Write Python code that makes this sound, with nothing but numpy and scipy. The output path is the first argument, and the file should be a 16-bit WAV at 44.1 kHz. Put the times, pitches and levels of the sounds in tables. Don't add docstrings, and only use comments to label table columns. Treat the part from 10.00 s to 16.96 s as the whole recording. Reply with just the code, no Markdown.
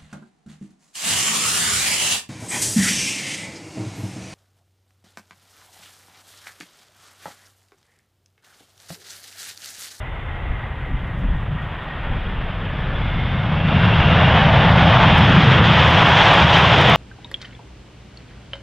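import sys
import numpy as np
from scipy import signal
from scipy.fft import rfft, irfft, next_fast_len
from scipy.io import wavfile
from scipy.ndimage import uniform_filter1d, minimum_filter1d

SR = 44100
rng = np.random.default_rng(int(sys.argv[2]) if len(sys.argv) > 2 else 0)


def to_wav(sig):
    pcm = np.clip(np.atleast_2d(sig), -1, 1) * 32767
    pcm = np.round(pcm).astype(np.int16)
    wavfile.write(sys.argv[1], SR, pcm.T)


N = 306936
TIME = np.arange(N) / SR
FRAME, HOP = 1024, 256
FRAME_S = np.arange(N // HOP + 6) * HOP / SR
BIN_HZ = np.fft.rfftfreq(FRAME, 1 / SR)


def gain_of(db):
    return 10 ** (np.asarray(db) / 20)


def unit_rms(x):
    return x / np.sqrt(np.mean(x ** 2) + 1e-20)


def steadied(x, seconds):
    size = max(int(seconds * SR), 2)
    power = uniform_filter1d(uniform_filter1d(x ** 2, size), size)
    return x / np.sqrt(abs(power) + 1e-20)


def follow(rows, t=TIME):
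    times, *columns = np.transpose(rows)
    return [np.interp(t, times, column) for column in columns]


def bumps(times, half_lengths, heights, t=TIME):
    return sum(h * np.exp(-((t - s) / w) ** 2) for s, w, h in zip(times, half_lengths, heights))


def eq_db(colour, hz):
    points_hz, db = np.transpose(colour)
    return np.interp(np.log(hz + 1), np.log(points_hz + 1), db)


def noise(colour):
    size = next_fast_len(N)
    hz = np.fft.rfftfreq(size, 1 / SR)
    spectrum = rfft(rng.standard_normal(size)) * gain_of(eq_db(colour, hz))
    return unit_rms(irfft(spectrum, size)[:N])


def varispeed(x, speed):
    return np.interp(np.cumsum(speed), np.arange(N), x, period=N)


def drift(rate_hz):
    size = len(FRAME_S)
    hz = np.fft.rfftfreq(size, FRAME_S[1])
    slow = irfft(rfft(rng.standard_normal(size)) / (1 + (hz / rate_hz) ** 2), size)
    return np.interp(TIME, FRAME_S, unit_rms(slow))


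def patches(seconds, width_hz):
    field = rng.standard_normal((len(FRAME_S), len(BIN_HZ)))
    over_time = signal.windows.gaussian(len(FRAME_S) // 2, seconds / FRAME_S[1])
    over_pitch = signal.windows.gaussian(len(BIN_HZ) // 2, width_hz / BIN_HZ[1])
    return unit_rms(signal.fftconvolve(field, np.outer(over_time, over_pitch), "same"))


def whine(start, end, first_hz, last_hz, level_db, width_hz, waver=.006, flicker_db=2, fade_s=.055):
    hz = np.interp(TIME, [start, end], [first_hz, last_hz]) * (1 + waver * drift(rate_hz=8.34))
    tone = np.exp(2j * np.pi * np.cumsum(hz) / SR)
    low_pass = signal.butter(2, 150, fs=SR)
    scatter = signal.lfilter(*low_pass, drift(width_hz) + 1j * drift(width_hz))
    scatter *= gain_of(flicker_db * drift(rate_hz=8.3))
    outside_s = np.maximum(np.maximum(start - TIME, TIME - end), 0)
    envelope = gain_of(level_db) * np.exp(-outside_s / fade_s)
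    return envelope * steadied((tone * scatter).real, seconds=.15)


# start and end in seconds,
# first and last pitch in Hz, level against the rush in dB, width in Hz.
BLADE_TONES = [(0, 1.298, 1980, 1855, -9, 69), (0, 1.11, 2103, 2068, -11, 70),
               (1.347, 2.053, 1890, 1854, -9, 95), (2.302, 2.55, 1806, 1790, -12, 80),
               (0, 0.334, 3570, 3460, -24.5, 45), (2.68, 3.0, 1705, 1700, -11.5, 75),
               (2.967, 3.17, 3448, 3450, -14, 60), (2.998, 3.447, 2117, 2170, -11, 98),
               (3.17, 3.38, 3530, 3600, -17.5, 45), (3.58, 4.285, 2724, 2815, -13, 80),
               (4.36, 4.62, 2950, 3000, -15.5, 60), (5.147, 6.92, 3330, 3330, -22, 79),
               (5.6, 7, 950, 952, -21, 13)]


def fans():
    return gain_of(rush_level_db()) * sum(whine(*row) for row in BLADE_TONES)


def distance_m(t, aside_m, speed_m_per_s=72.6, abeam_s=6.94):
    return np.hypot(aside_m, speed_m_per_s * (abeam_s - t))


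ASIDE_M = 125.5
# time in seconds, rush level at ASIDE_M in dB.
THRUST = [(0, -23.5), (.5, -25), (1.35, -25.5), (2.1, -22), (2.4, -24), (3.58, -20), (3.82, -13.5),
          (4.2, -11), (5.05, -10.5), (5.4, -13.5), (6.25, -12), (6.96, -13)]
# centre and half length in seconds,
# change to the rush in dB, change to the roar in dB.
AIR_SWELLS = [(0.507, 0.19, 2, 4), (1.53, .05, -1, 4.5), (4.384, 0.02, 2, -5), (4.744, 0.023, -3.5, 1),
              (5.138, .04, -2, -0.5), (5.41, 0.038, 0.5, 1.5), (5.607, 0.021, 0, 0.5),
              (6.223, .05, 2.5, 0.5), (6.445, 0.027, 1.5, 8)]


def rush_level_db():
    thrust_db, = follow(THRUST)
    spreading_db = 20 * np.log10(distance_m(TIME, ASIDE_M) / ASIDE_M)
    centre_s, half_s, rush_db, _ = np.transpose(AIR_SWELLS)
    return thrust_db - spreading_db + bumps(centre_s, half_s, rush_db)


# time in seconds, centre in Hz, lift in dB.
GROUND_LIFT = [(0, 890, 0), (1.2, 1000, 0), (1.65, 1093, 2.5), (2.2, 1100, -1), (2.6, 600, 0.5),
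               (4.1, 680, 1.5), (4.65, 740, 6.5), (5.1, 810, 5.5), (5.3, 826, 1), (5.7, 900, .5),
               (6.1, 865, 5), (6.96, 800, 2)]


def ground_bounce_db(width_octaves=.34, dip_share=.63):
    centre_hz, lift_db = follow(GROUND_LIFT, FRAME_S[:, None])
    octaves = np.log2((BIN_HZ + 1) / centre_hz)
    crest, notch = (np.exp(-.5 * (o / width_octaves) ** 2) for o in (octaves, octaves + 1))
    return lift_db * (crest - dip_share * notch)


# frequency in Hz, relative level in dB.
RUSH_EQ = [(100, -11), (300, -4.5), (420, -2.5), (580, -1), (1100, -1.5), (1650, -2), (2350, -5.5),
           (3300, -4), (3620, -7), (4050, -18), (4500, -22), (5100, -23), (7000, -36), (9000, -52.5),
           (12000, -69.5)]
# centre and half length in seconds, treble change in dB.
TREBLE_FLARES = [(3.2, 0.36, 3), (3.8, 0.13, 1.5), (5.61, 0.026, -9), (6.227, 0.064, 4), (6.55, 0.021, 5.5)]


def rush(close_m=128, air_db_per_m=.0022, shelf_hz=3500, patchy_db=.85, flutter_db=.5, sway_db=.5):
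    t = FRAME_S[:, None]
    absorbed_db = air_db_per_m * (distance_m(t, ASIDE_M) - close_m) * (BIN_HZ / 1000) ** 2
    colour_db = eq_db(RUSH_EQ, BIN_HZ) - absorbed_db + ground_bounce_db()
    treble_shelf = BIN_HZ ** 2 / (BIN_HZ ** 2 + shelf_hz ** 2)
    colour_db += bumps(*np.transpose(TREBLE_FLARES), t) * treble_shelf
    colour_db += patchy_db * patches(seconds=.017, width_hz=95)
    real, imag = rng.standard_normal((2,) + colour_db.shape)
    spectra = (real + 1j * imag) * gain_of(colour_db)
    jet = signal.istft(spectra.T, nperseg=FRAME, noverlap=FRAME - HOP)[1][:N]
    eddies_db = flutter_db * drift(rate_hz=58) + sway_db * drift(rate_hz=22)
    return gain_of(rush_level_db() + eddies_db) * steadied(jet, seconds=.36)


# time in seconds, level in dB.
BREEZE = [(0, -32), (1.55, -29), (1.8, -37), (2.2, -30.5), (5.2, -32), (5.9, -42), (6.96, -43)]
# centre and half length in seconds, lift in dB.
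GUSTS = [(.49, 0.052, 7.5), (0.946, 0.026, 12), (1.283, 0.084, 12), (2.13, 0.14, 9), (2.421, 0.1, 5.5),
         (3.063, 0.27, 8), (4.001, 0.061, 7), (5.068, 0.065, 8.5)]
# frequency in Hz, relative level in dB.
WIND_EQ = [(8, -25.5), (20, 3), (40, 10.5), (65, 4), (110, -9.5), (180, -13), (280, -15), (500, -38),
           (1500, -78.5)]


def wind(lumpy_db=1.2, slowing_per_db=.0068):
    breeze_db, = follow(BREEZE)
    gust_db = bumps(*np.transpose(GUSTS))
    eddies = varispeed(noise(WIND_EQ), 1 - slowing_per_db * gust_db)
    level_db = breeze_db + gust_db + lumpy_db * drift(rate_hz=30)
    return gain_of(level_db) * steadied(eddies, seconds=.047)


# time in seconds, level in dB.
ROAR_LEVEL = [(0, -32), (.75, -32), (1.25, -25.5), (1.6, -28.5), (1.82, -35.5), (2.05, -31.5), (2.8, -26),
              (3.3, -22.5), (3.85, -14), (4.8, -13.5), (5.5, -12), (6.3, -19), (6.96, -15)]
# frequency in Hz, relative level in dB.
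ROAR_EQ = [(20, -41), (45, -19), (75, -0.5), (115, 0.5), (165, -1), (200, -7), (250, -16), (330, -22.5),
           (450, -41), (900, -86.5)]
# time in seconds, factor on its frequencies.
ROAR_BEND = [(0, 0.7), (.7, 0.74), (1.25, .97), (3.2, 1.006), (4.4, .95), (5.3, 1.07), (6, .95),
             (6.96, .97)]
# start and end in seconds,
# first and last pitch in Hz, level against the roar's noise in dB, width in Hz.
REVERSE_DRONE = (3.5, 7, 163, 155, -7, 20.5)


def roar(throb_db=.8):
    level_db, = follow(ROAR_LEVEL)
    bend, = follow(ROAR_BEND)
    centre_s, half_s, _, swell_db = np.transpose(AIR_SWELLS)
    eddies = varispeed(noise(ROAR_EQ), bend) + whine(*REVERSE_DRONE)
    level_db += bumps(centre_s, half_s, swell_db) + throb_db * drift(rate_hz=29)
    return gain_of(level_db) * steadied(eddies, seconds=.07)


# frequency in Hz, relative level in dB.
CRACKLE_EQ = [(1000, -30), (5500, 1), (9000, -8), (15000, -8)]


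def crackle(centre_s=1.4, half_s=.53, level_db=-73, uneven_db=6):
    grains = unit_rms(gain_of(uneven_db * np.clip(drift(rate_hz=60), -2, 2)))
    return bumps([centre_s], [half_s], [gain_of(level_db)]) * grains * noise(CRACKLE_EQ)


# start in seconds, level in dB before filtering.
LOUD_TICKS = [(4.715, -29), (5.183, -19), (5.448, -28), (5.876, -23), (5.905, -23), (6.092, -24),
              (6.31, -28), (6.339, -16.5), (6.391, -24), (6.498, -26), (6.584, -19), (6.814, -19),
              (6.899, -14)]


def ticks(most_per_s=130, faint_db=-40, spread_db=3, stereo_spread=.4, decay_s=.00009):
    rush_db = rush_level_db()
    chance = most_per_s / SR * gain_of(rush_db - rush_db.max()) ** 2
    sizes = gain_of(faint_db + spread_db * np.clip(rng.standard_normal(N), -2, 2))
    sizes *= rng.choice([-1, 1], N)
    clicks = (rng.random(N) < chance) * sizes * (1 + stereo_spread * rng.standard_normal((2, N)))
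    start_s, loud_db = np.transpose(LOUD_TICKS)
    clicks[:, np.round(start_s * SR).astype(int)] += gain_of(loud_db)
    return signal.lfilter([1, .55], [1, -np.exp(-1 / (decay_s * SR))], clicks)


# centre and half length in seconds, level in dB.
TYRE_SCRUBS = [(4.969, .016, -13.5), (5.008, .013, -17)]
# frequency in Hz, relative level in dB.
TYRE_EQ = [(300, -29), (700, 0), (1000, -4), (1550, -2), (2000, -26), (4000, -38), (8000, -80)]


def tyres():
    centre_s, half_s, level_db = np.transpose(TYRE_SCRUBS)
    return bumps(centre_s, half_s, gain_of(level_db)) * noise(TYRE_EQ)


def scene(bass_left_db=.72):
    lean = gain_of(np.array([[.5], [-.5]]) * bass_left_db)
    bass = (roar() + wind()) * lean
    return bass + rush() + fans() + tyres() + crackle() + ticks()


def limiter(x, ceiling, release_db_per_s, attack_samples=45):
    over_db = np.maximum(20 * np.log10(abs(x).max(0) / ceiling + 1e-9), 0)
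    release_db = TIME * release_db_per_s
    gain_db = release_db - np.maximum.accumulate(over_db + release_db)
    held_db = minimum_filter1d(gain_db, 2 * attack_samples)
    smooth_db = uniform_filter1d(uniform_filter1d(held_db, attack_samples), attack_samples)
    return x * gain_of(smooth_db)


# frequency in Hz, relative level in dB.
HISS_EQ = [(100, -11.5), (3000, -11.5), (5000, -1.5), (7000, 0), (11000, -3.5), (16000, -6)]


def record(dry, cutoff_hz=15830, fade_in_s=.004):
    centre_hiss = noise(HISS_EQ)
    wide_hiss = np.array([noise(HISS_EQ), noise(HISS_EQ)])
    hiss = gain_of(-74.5) * (centre_hiss + .65 * wide_hiss)
    limited = limiter(dry + hiss, ceiling=.84, release_db_per_s=118.5)
    fade_in = np.minimum(TIME / fade_in_s, 1)
    low_pass = signal.firwin(511, cutoff_hz, window=("kaiser", 9), fs=SR)
    return signal.oaconvolve(limited * fade_in, low_pass[None], "same")


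dry = scene()
out = record(dry)
to_wav(out)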